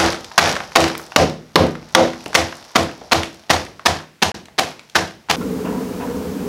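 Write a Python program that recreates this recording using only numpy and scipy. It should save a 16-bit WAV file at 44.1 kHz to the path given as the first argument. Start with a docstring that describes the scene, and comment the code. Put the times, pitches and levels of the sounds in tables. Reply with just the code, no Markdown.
"""A hammer crushes charcoal in a plastic bag on a wooden bench, in a small brick workshop.
Each blow is a burst of fracture clicks, a knock and a ringing bench; a limiter ducks it,
so the room, an echo of banded noise, seems to swell behind it. Crumbs settle and the bag
crinkles between blows as resonated random clicks. Then the scene cuts to a woodland creek:
filtered noise as wash, narrow noise bands as gurgle and decaying ones as plopping drops."""
import sys
import numpy as np
from scipy import signal
from scipy.fft import rfft, irfft
from scipy.io import wavfile
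from scipy.ndimage import uniform_filter1d

SR = 44100
rng = np.random.default_rng(int(sys.argv[2]) if len(sys.argv) > 2 else 0)


def unload_audio(sound):
    """Save the sound as a 16-bit wav file, at the path given as the first command line argument."""
    columns = np.transpose(np.atleast_2d(sound))
    # keep every value between -1 and 1, then stretch to whole-number steps
    steps = np.round(np.clip(columns, -1, 1) * 32767)
    wavfile.write(sys.argv[1], SR, steps.astype(np.int16))


N = 285765
# hammer blows: t/s, crush length/s, crush level/dB, knock level/dB, pitch factor, bench sway level/dB
HAMMER_BLOWS = [(-.016, .02, -0.5, -1.5, 1.17, -23.5), (0.38, 0.016, 4.5, 0, 1.25, -25),
                (0.759, 0.016, 0.5, -1, 1.05, -23.5), (1.161, 0.0065, 2.5, 3.5, 0.96, -19.5),
                (1.557, 0.008, -3.5, 3.5, 0.95, -18.5), (1.949, 0.0081, 0, 4, 1.14, -27),
                (2.35, .013, -4.5, -6, 1.82, -26.5), (2.757, .012, -6, -6.5, 1.02, -27),
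                (3.119, 0.016, -7, -7.5, 0.92, -25), (3.501, 0.015, -5.5, -13, 0.68, -26.5),
                (3.859, 0.013, -7, -9.5, 1.63, -27), (4.224, 0.012, -7, -15, 1.35, -29),
                (4.586, 0.013, -8.5, -17, 1.35, -43), (4.954, 0.017, -10.5, -10.5, 1.34, -33),
                (5.298, 0.016, -12, -12, 0.66, -35)]
# fracturing charcoal, relative spectrum: f/Hz, density/(dB per Hz)
FRACTURE_SPECTRUM = [(30, -11), (80, -21.5), (200, -1), (450, -3.5), (900, 4), (1800, 1.5), (3000, -1),
                     (4800, -3), (6300, -6), (8000, -17), (11000, -19), (16000, -37)]
# knock of the bench top at pitch factor 1, relative spectrum: f/Hz, density/(dB per Hz)
KNOCK_SPECTRUM = [(40, -39.5), (120, -15.5), (200, -8), (450, 0.5), (750, -12.5), (1120, 6.5), (1650, -15),
                  (5000, -12), (16000, -76)]
# bench modes, before the spread from spot to spot: f/Hz, level/dB re knock, t60/s
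BENCH_MODES = [(155.3, -20.5, 0.53), (181.9, -20, 0.38), (212.4, -30.5, 0.75), (246.3, -22.5, 0.49),
               (331.8, -11, 0.4), (436.7, -9.5, 0.21), (517.7, -8.5, 0.28), (564, -48, 0.94),
               (683, -10, 0.29), (755, -12, 0.31), (1010, -12.5, 0.19), (1156, -5, 0.11)]
# chips and creases of the bag, relative spectrum: f/Hz, density/(dB per Hz)
CRINKLE_SPECTRUM = [(60, -17), (300, 5), (900, 10.5), (2500, -3), (5700, 4.5), (8000, -15.5), (12000, -11),
                    (16000, -54)]
# handling of the bag, before RUSTLE_OFFSET_DB: t/s, level/dB
BAG_HANDLING = [(0.2, -43), (0.81, -41), (1.2, -44.5), (1.38, -55), (2.3, -41), (3.96, -54.5), (4.35, -76),
                (4.78, -55.5), (5.27, -60)]
# lumps shifting (low) and creases of the bag snapping (high): t/s, peak level/dB, centre f/Hz
SLIPS = [(0.131, -34, 1180), (.245, -17.5, 3500), (.316, -19, 1100), (0.458, -2, 2000), (0.554, -11, 1900),
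         (0.565, -7.5, 1200), (0.604, -12.5, 1100), (.72, -23.5, 1343), (0.8045, -3, 4260),
         (.841, -2.5, 2280), (.952, -12, 1670), (.979, -11.5, 12000), (.997, -18, 1050),
         (1.12, -18.5, 1280), (1.753, -18.5, 1200), (2.133, -21, 1200), (2.26, -13.5, 2600),
         (2.262, -18, 450), (2.331, -16, 1500), (2.525, -16.5, 1310), (3.016, -24.5, 490),
         (3.233, -7, 2200), (3.795, -20, 1100), (4.35, -22, 4000), (4.456, -30, 3000), (4.484, -31, 800),
         (4.794, -20.5, 1900), (4.898, -28, 3500), (5.287, -21, 1100)]
# workshop echo: f/Hz, level/dB, t60/s
ROOM_ECHO = [(79.6, 0.5, 0.92), (198, -1.5, 0.5), (450, -3, 0.52), (694, 1, 0.26), (1100, -8, 0.34),
             (2000, -7.5, 0.34), (4630, -8, 0.32), (8000, -6.5, 0.26), (16000, -9, 0.26)]
# quiet air of the workshop, relative spectrum: f/Hz, density/(dB per Hz)
QUIET_SPECTRUM = [(20, -33), (45, -31), (70, -17), (200, -1.5), (500, -17), (2000, -10.5), (6000, -21),
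                  (16000, -30)]
# steady wash of the creek, relative spectrum: f/Hz, density/(dB per Hz)
WASH_SPECTRUM = [(25, -5), (50, -2), (75, 7.5), (110, -2), (300, -2.5), (600, -6), (1000, -7.5),
                 (1500, -13), (2000, -16.5), (3500, -20.5), (5500, -20.5), (9000, -25), (16000, -26)]
# hollow gurgle, before the flow level: f/Hz, width/Hz, rms level/dB
GURGLE_BANDS = [(187.7, 23, -31), (257, 53, -28.5), (422, 25, -34), (473, 52, -32)]
# drops falling into the creek: t/s, level/dB, pitch factor
DROPS = [(5.411, -2, 1.41), (5.65, 0, 1), (6.0, -2, 1), (6.072, -6, 1.62)]
# ring of a drop at pitch factor 1: f/Hz, width/Hz, level/dB, decay time constant/s
DROP_BANDS = [(715, 140, -32, 0.088), (967, 85, -30, 0.12), (1370, 570, -36, 0.12),
              (2660, 400, -37.5, 0.035)]

GAP_START_S, GAP_END_S = 4.318, 4.343
CUT_S, CREEK_START_S = 5.36, 5.367
LEAD = 4410  # samples run before t = 0, trimmed at the end
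EDGE_HZ = 15900
TIME_S = np.arange(-LEAD, N) / SR

# a soft knock means a cushion of crumbs, which the hammer touches before it bites
TOUCH_S, TOUCH_S_PER_DB, TOUCH_MAX_S = 0.002, -0.05, 0.0052
# the weaker the crush, the finer and brighter the pieces
TREBLE_DB, TREBLE_DB_PER_DB = -4, -0.5
# mode level and relative detuning change with the spot struck (standard deviations)
SPOT_SPREAD_DB, SPOT_DETUNE = 3.5, 0.0061
# long, hard crushes throw more crumbs; CRUMBS_DB holds for USUAL_CRUSH_S at 0 dB
CRUMBS_DB, USUAL_CRUSH_S, CRUMBS_DB_PER_S, CRUMBS_DB_PER_DB = -24, 0.011, 897, 1.13
# larger chips: mean delay, level over the crumbs, fade with lateness, range of pitch
CHIP_COUNT, CHIP_DELAY_S, CHIP_DB, CHIP_DB_PER_S = 7, 0.085, 19, -100
CHIP_LOW_HZ, CHIP_HIGH_HZ = 1200, 4500
# the drumming starts SINK_HZ higher and sinks as the hammer settles
SINK_HZ, SINK_S = 381.2, 0.036
RUSTLE_OFFSET_DB = -1.5
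# a slip at SLIP_HZ dies with time constant SLIP_S; smaller, higher pieces stop sooner
SLIP_S, SLIP_HZ, SLIP_POWER = 0.0033, 1200, -0.34
# random faint slips: level over the rustle
STRAY_COUNT, STRAY_DB, STRAY_SPREAD_DB = 80, 16, 2.5
STRAY_LOW_HZ, STRAY_HIGH_HZ = 2000, 7500
# the gurgle eases off from its first level
FLOW_DB, EASE_DB_PER_S = 2, -3
PLOP_POWER = -5  # small, high drops die sooner: decay ~ pitch ** PLOP_POWER


def amp(db):
    """Decibels to gain."""
    return 10 ** (np.asarray(db) / 20)


def evened(x):
    """Scales to rms 1."""
    return x / np.sqrt(np.mean(x ** 2) + 1e-20)


def read(points, hz):
    """Interpolates a table along a log-frequency axis."""
    f_hz, value = np.transpose(points)
    return np.interp(np.log(hz + 1), np.log(f_hz + 1), value)


def add(mix, start_s, sound):
    """Mixes a sound in at start_s."""
    part = mix[max(round(start_s * SR) + LEAD, 0):][:len(sound)]
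    part += sound[:len(part)]


def colour(x, points, tilt_db=0):
    """Minimum-phase filter of unit energy, tilted by tilt_db per octave above 500 Hz."""
    hz = abs(np.fft.fftfreq(2048, 1 / SR))
    octaves = np.log2(np.maximum(hz, 500))
    log_gain = np.log(amp(read(points, hz) + tilt_db * octaves))
    response = np.exp(np.conj(signal.hilbert(log_gain)))
    taps = np.fft.ifft(response).real[:len(hz) // 2]
    return signal.fftconvolve(x, taps / np.linalg.norm(taps))[:len(x)]


def clicks(size, per_s, spread_db):
    """Random clicks of uneven strength, rms 1."""
    strength = amp(spread_db * np.minimum(rng.exponential(1, size), 4))
    sign = rng.choice([-1, 1], size)
    return evened(strength * sign * (rng.random(size) < per_s / SR))


def burst(envelope, per_s, spread_db):
    """Uneven clicks under an envelope, carrying exactly its energy."""
    x = envelope * clicks(len(envelope), per_s, spread_db)
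    return x * np.linalg.norm(envelope) / (np.linalg.norm(x) + 1e-12)


def band_noise(size, hz, width_hz):
    """Noise in one steep resonance, rms 1."""
    f_hz = np.fft.rfftfreq(size, 1 / SR)
    resonance = 1 / (1 + ((f_hz - hz) / (0.78 * width_hz)) ** 2)
    return evened(irfft(rfft(rng.standard_normal(size)) * resonance, size))


def fractures(t_s, length_s, crush_db):
    """Coarse cracks come first, finer and brighter ones as the lumps give way."""
    first_touch = amp(-12.0) * np.exp(np.minimum(t_s, 0) / 0.012)
    biting = np.exp(-np.maximum(t_s - length_s, 0) / 0.0009)
    pressure = np.where(t_s >= 0, biting, first_touch)
    fine_share = np.clip(0.2 + 0.68 * t_s / length_s, 0.01, 1)
    coarse = colour(burst(pressure * np.sqrt(1 - fine_share), 9000, 1.85), FRACTURE_SPECTRUM, -1.45)
    fine = colour(burst(pressure * np.sqrt(fine_share), 7000, 9.8), FRACTURE_SPECTRUM, 1.0)
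    return coarse + amp(TREBLE_DB + TREBLE_DB_PER_DB * crush_db) * fine


def bench_knock(t_s, pitch):
    """The bench top answers the landing with a short, dense burst of clicks."""
    envelope = (t_s >= 0) * np.exp(-np.maximum(t_s, 0) / 0.0066)
    return colour(burst(envelope, 12000, 0.15), np.array(KNOCK_SPECTRUM) * [pitch, 1])


def bench_ring(after_s):
    """Decaying modes; every blow lands on another spot, so they share it differently."""
    ring = np.zeros(len(after_s))
    for hz, db, t60_s in BENCH_MODES:
        share, shift = rng.standard_normal(2)
        level_db = db + SPOT_SPREAD_DB * share - 60 * after_s / t60_s
        cycles = hz * (1 + SPOT_DETUNE * shift) * after_s + rng.random()
        ring += amp(level_db) * np.sin(2 * np.pi * cycles)
    return ring * (1 - np.exp(-after_s / 0.022))


def drumming(after_s, pitch, knock_db):
    """A blow that reaches the wood sets the whole top drumming, low and hollow."""
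    envelope = (after_s / 0.047) ** 2 * np.exp(2 * (1 - after_s / 0.044))
    sink_cycles = np.cumsum(SINK_HZ * np.exp(-after_s / SINK_S)) / SR
    tone = signal.hilbert(band_noise(len(after_s), 450 * pitch, 230))
    sunk = (tone * np.exp(2j * np.pi * sink_cycles)).real
    # the caller applies knock_db once more
    return amp(-17 + 0.49 * knock_db) * envelope * sunk


def bench_sway(after_s):
    """The heavy frame takes a few cycles to swing up: a low tone plus narrow noise."""
    swing = (after_s / 0.052) ** 3 * np.exp(3 * (1 - after_s / 0.052))
    tone = np.sin(2 * np.pi * (84 * after_s + rng.random()))
    return swing * (tone + amp(-5.5) * band_noise(len(after_s), 96, 33))


def chip(x, hz):
    """A chip or crease answers a click with about one cycle at its own pitch; unit energy."""
    b, a = signal.iirpeak(min(hz, 0.4 * SR), 1.1, fs=SR)
    impulse = (np.arange(2048) == 0) * 1.0
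    return signal.lfilter(b, a, x) / np.linalg.norm(signal.lfilter(b, a, impulse))


def grit(size, per_s, spread_db):
    """Chips and creases of seven sizes, each ticking at its own random moments."""
    ticking = np.zeros(size)
    for hz in np.geomspace(500, 10000, 7):
        ticking += chip(clicks(size, per_s / 7, spread_db), hz) * np.sqrt(hz)
    return evened(colour(ticking, CRINKLE_SPECTRUM))


def slip(peak_db, hz):
    """A snap and a short scrape at the pitch of the piece that moves."""
    t_s = np.arange(SR // 20) / SR
    decay_s = SLIP_S * (hz / SLIP_HZ) ** SLIP_POWER
    scrape = np.exp(-t_s / decay_s) * clicks(len(t_s), 4000, 3.6)
    scrape[0] += 4  # the snap
    lowpass = signal.butter(1, min(2 * hz, 0.45 * SR), fs=SR, output="sos")
    sound = signal.sosfilt(lowpass, chip(scrape, hz))
    return amp(peak_db) * sound / abs(sound).max()


def chips(size):
    """Larger pieces thrown by a blow snap against the bag one by one; late ones are fainter."""
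    out = np.zeros(size)
    for when, pitch in rng.random((CHIP_COUNT, 2)):
        delay_s = 2 * CHIP_DELAY_S * when
        hz = CHIP_LOW_HZ * (CHIP_HIGH_HZ / CHIP_LOW_HZ) ** pitch
        snap = slip(CHIP_DB + CHIP_DB_PER_S * delay_s, hz)
        out += np.pad(snap, (round(delay_s * SR), size))[:size]
    return out


def thrown_crumbs(after_s, length_s, crush_db):
    """Thrown crumbs fall back against the bag in clumps, with a few larger chips."""
    size = len(after_s)
    falling = after_s / 0.072 * np.exp(1 - after_s / 0.04)
    slow_noise = evened(uniform_filter1d(rng.standard_normal(size), size=260))
    clumps = evened(amp(0.5 * slow_noise))
    level_db = CRUMBS_DB + CRUMBS_DB_PER_S * (length_s - USUAL_CRUSH_S) + CRUMBS_DB_PER_DB * crush_db
    return amp(level_db) * (falling * clumps * grit(size, 440, 0.89) + chips(size))


def blow(touch_s, length_s, crush_db, knock_db, pitch, sway_db):
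    """The hammer breaks through the lumps and lands on the bench: returns hit and bench."""
    t_s = np.arange(SR * 3 // 4) / SR - touch_s
    after_s = np.maximum(t_s, 0)
    hit = amp(crush_db) * fractures(t_s, length_s, crush_db)
    hit += amp(knock_db) * bench_knock(t_s, pitch)
    hit += thrown_crumbs(after_s, length_s, crush_db)
    bench = amp(knock_db) * (bench_ring(after_s) + drumming(after_s, pitch, knock_db))
    bench += amp(sway_db) * bench_sway(after_s)
    return hit, bench


def rustle_gain(t_s):
    """How strongly the bag is handled at t_s."""
    return amp(np.interp(t_s, *np.transpose(BAG_HANDLING)) + RUSTLE_OFFSET_DB)


def bag_rustle():
    """Handling makes the bag and its crumbs crinkle: grit under the handling gain."""
    return rustle_gain(TIME_S) * grit(len(TIME_S), 1100, 1.3)


def slips():
    """Clear slips of lumps and creases, and random faint ones that follow the handling."""
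    out = np.zeros(len(TIME_S))
    for when, strength, pitch in rng.random((STRAY_COUNT, 3)):
        start_s = when * CUT_S
        hz = STRAY_LOW_HZ * (STRAY_HIGH_HZ / STRAY_LOW_HZ) ** pitch
        level_db = STRAY_DB + STRAY_SPREAD_DB * (2 * strength - 1)
        add(out, start_s, rustle_gain(start_s) * slip(level_db, hz))
    for start_s, peak_db, hz in SLIPS:
        add(out, start_s, slip(peak_db, hz))
    return out


def workshop_echo(x):
    """Diffuse echo: in each band the room stores the power it is fed, builds up, leaks away."""
    edges_hz = np.geomspace(50 + 500, 17000 + 500, num=25) - 500
    f_hz, level_db, t60_s = np.transpose(ROOM_ECHO)
    build_up = np.exp(-1 / (0.0077 * SR))
    out = np.zeros(len(x))
    noise = rng.standard_normal((2, len(x)))  # neighbouring bands use different noise
    for k, (low_hz, high_hz) in enumerate(zip(edges_hz, edges_hz[1:])):
        band = signal.butter(3, [low_hz, high_hz], "bandpass", fs=SR, output="sos")
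        hz = np.sqrt(low_hz * high_hz)
        keep = np.exp(-np.log(1e6) / (read(np.c_[f_hz, t60_s], hz) * SR))
        fed = signal.sosfilt(band, x) ** 2
        stored = signal.lfilter([1 - keep], [1, -keep], fed)
        power = signal.lfilter([1 - build_up], [1, -build_up], stored)
        carrier = evened(signal.sosfilt(band, noise[k % 2]))
        out += amp(read(np.c_[f_hz, level_db], hz)) * np.sqrt(power) * carrier
    return out


def workshop_quiet():
    """Faint steady noise of the room."""
    return amp(-55.5) * colour(rng.standard_normal(len(TIME_S)), QUIET_SPECTRUM)


def water_flow():
    """Water gurgles in a hollow, as narrow noise bands, over a thin wash."""
    size = len(TIME_S)
    wash = amp(-33.5) * colour(rng.standard_normal(size), WASH_SPECTRUM)
    flow_db = FLOW_DB + EASE_DB_PER_S * np.maximum(TIME_S - CREEK_START_S, 0)
    gurgle = sum(amp(db) * band_noise(size, hz, width_hz) for hz, width_hz, db in GURGLE_BANDS)
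    return wash + amp(flow_db) * gurgle


def drop_plop(pitch):
    """A drop rings in several noisy resonances; a higher one is narrower and shorter."""
    t_s = np.arange(SR // 2) / SR
    ring = np.zeros(len(t_s))
    for hz, width_hz, db, decay_s in DROP_BANDS:
        decay = np.exp(-t_s / (decay_s * pitch ** PLOP_POWER))
        ring += amp(db) * band_noise(len(t_s), hz * pitch, width_hz / pitch) * decay
    return ring * (1 - np.exp(-t_s / 0.0017))


def creek():
    """Flowing water, with drops plopping into the pool."""
    water = water_flow()
    for start_s, db, pitch in DROPS:
        add(water, start_s, amp(db) * drop_plop(pitch))
    return water


def scene():
    """Blows and bag in the workshop, then the cut to the creek."""
    near = bag_rustle()
    bench = np.zeros(len(TIME_S))
    for strike_s, length_s, crush_db, knock_db, pitch, sway_db in HAMMER_BLOWS:
        touch_s = np.clip(TOUCH_S + TOUCH_S_PER_DB * knock_db, 0, TOUCH_MAX_S)
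        hit, ring = blow(touch_s, length_s, crush_db, knock_db, pitch, sway_db)
        add(near, strike_s - touch_s, hit)
        add(bench, strike_s - touch_s, ring)
    near += slips()
    indoors = near + bench + workshop_echo(near) + workshop_quiet()
    indoors_gate = uniform_filter1d((TIME_S < CUT_S) * 1.0, size=40)
    return (indoors * indoors_gate + creek() * (TIME_S > CREEK_START_S))[None]


def limiter(x):
    """Fast limiter: full reduction above threshold, level hold falling at a steady rate."""
    sense, attack = np.exp(-1 / (0.008 * SR)), np.exp(-1 / (0.00029 * SR))
    threshold_db, release_db_per_s = -9, 115
    power = signal.lfilter([1 - sense], [1, -sense], x[0] ** 2)
    power_db = 10 * np.log10(power + 1e-12)
    fall_db = TIME_S * release_db_per_s
    held_db = np.maximum.accumulate(power_db + fall_db) - fall_db
    over_db = np.maximum(held_db - threshold_db, 0)
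    return x / amp(signal.lfilter([1 - attack], [1, -attack], over_db))


def record(dry):
    """Bass roll-off, limiter, clipping of what slips past, a brief silence, band limit."""
    highpass = signal.butter(3, 45, "highpass", fs=SR, output="sos")
    ducked = limiter(signal.sosfilt(highpass, dry))
    in_gap = (TIME_S > GAP_START_S) & (TIME_S < GAP_END_S)
    running = uniform_filter1d(1.0 - in_gap, size=40)
    clipped = running * np.clip(ducked, -0.97, 0.97)
    lowpass = signal.firwin(511, EDGE_HZ, window=("kaiser", 10), fs=SR)
    return signal.oaconvolve(clipped, lowpass[None], "same")[:, LEAD:]


dry = scene()
out = record(dry)
unload_audio(out)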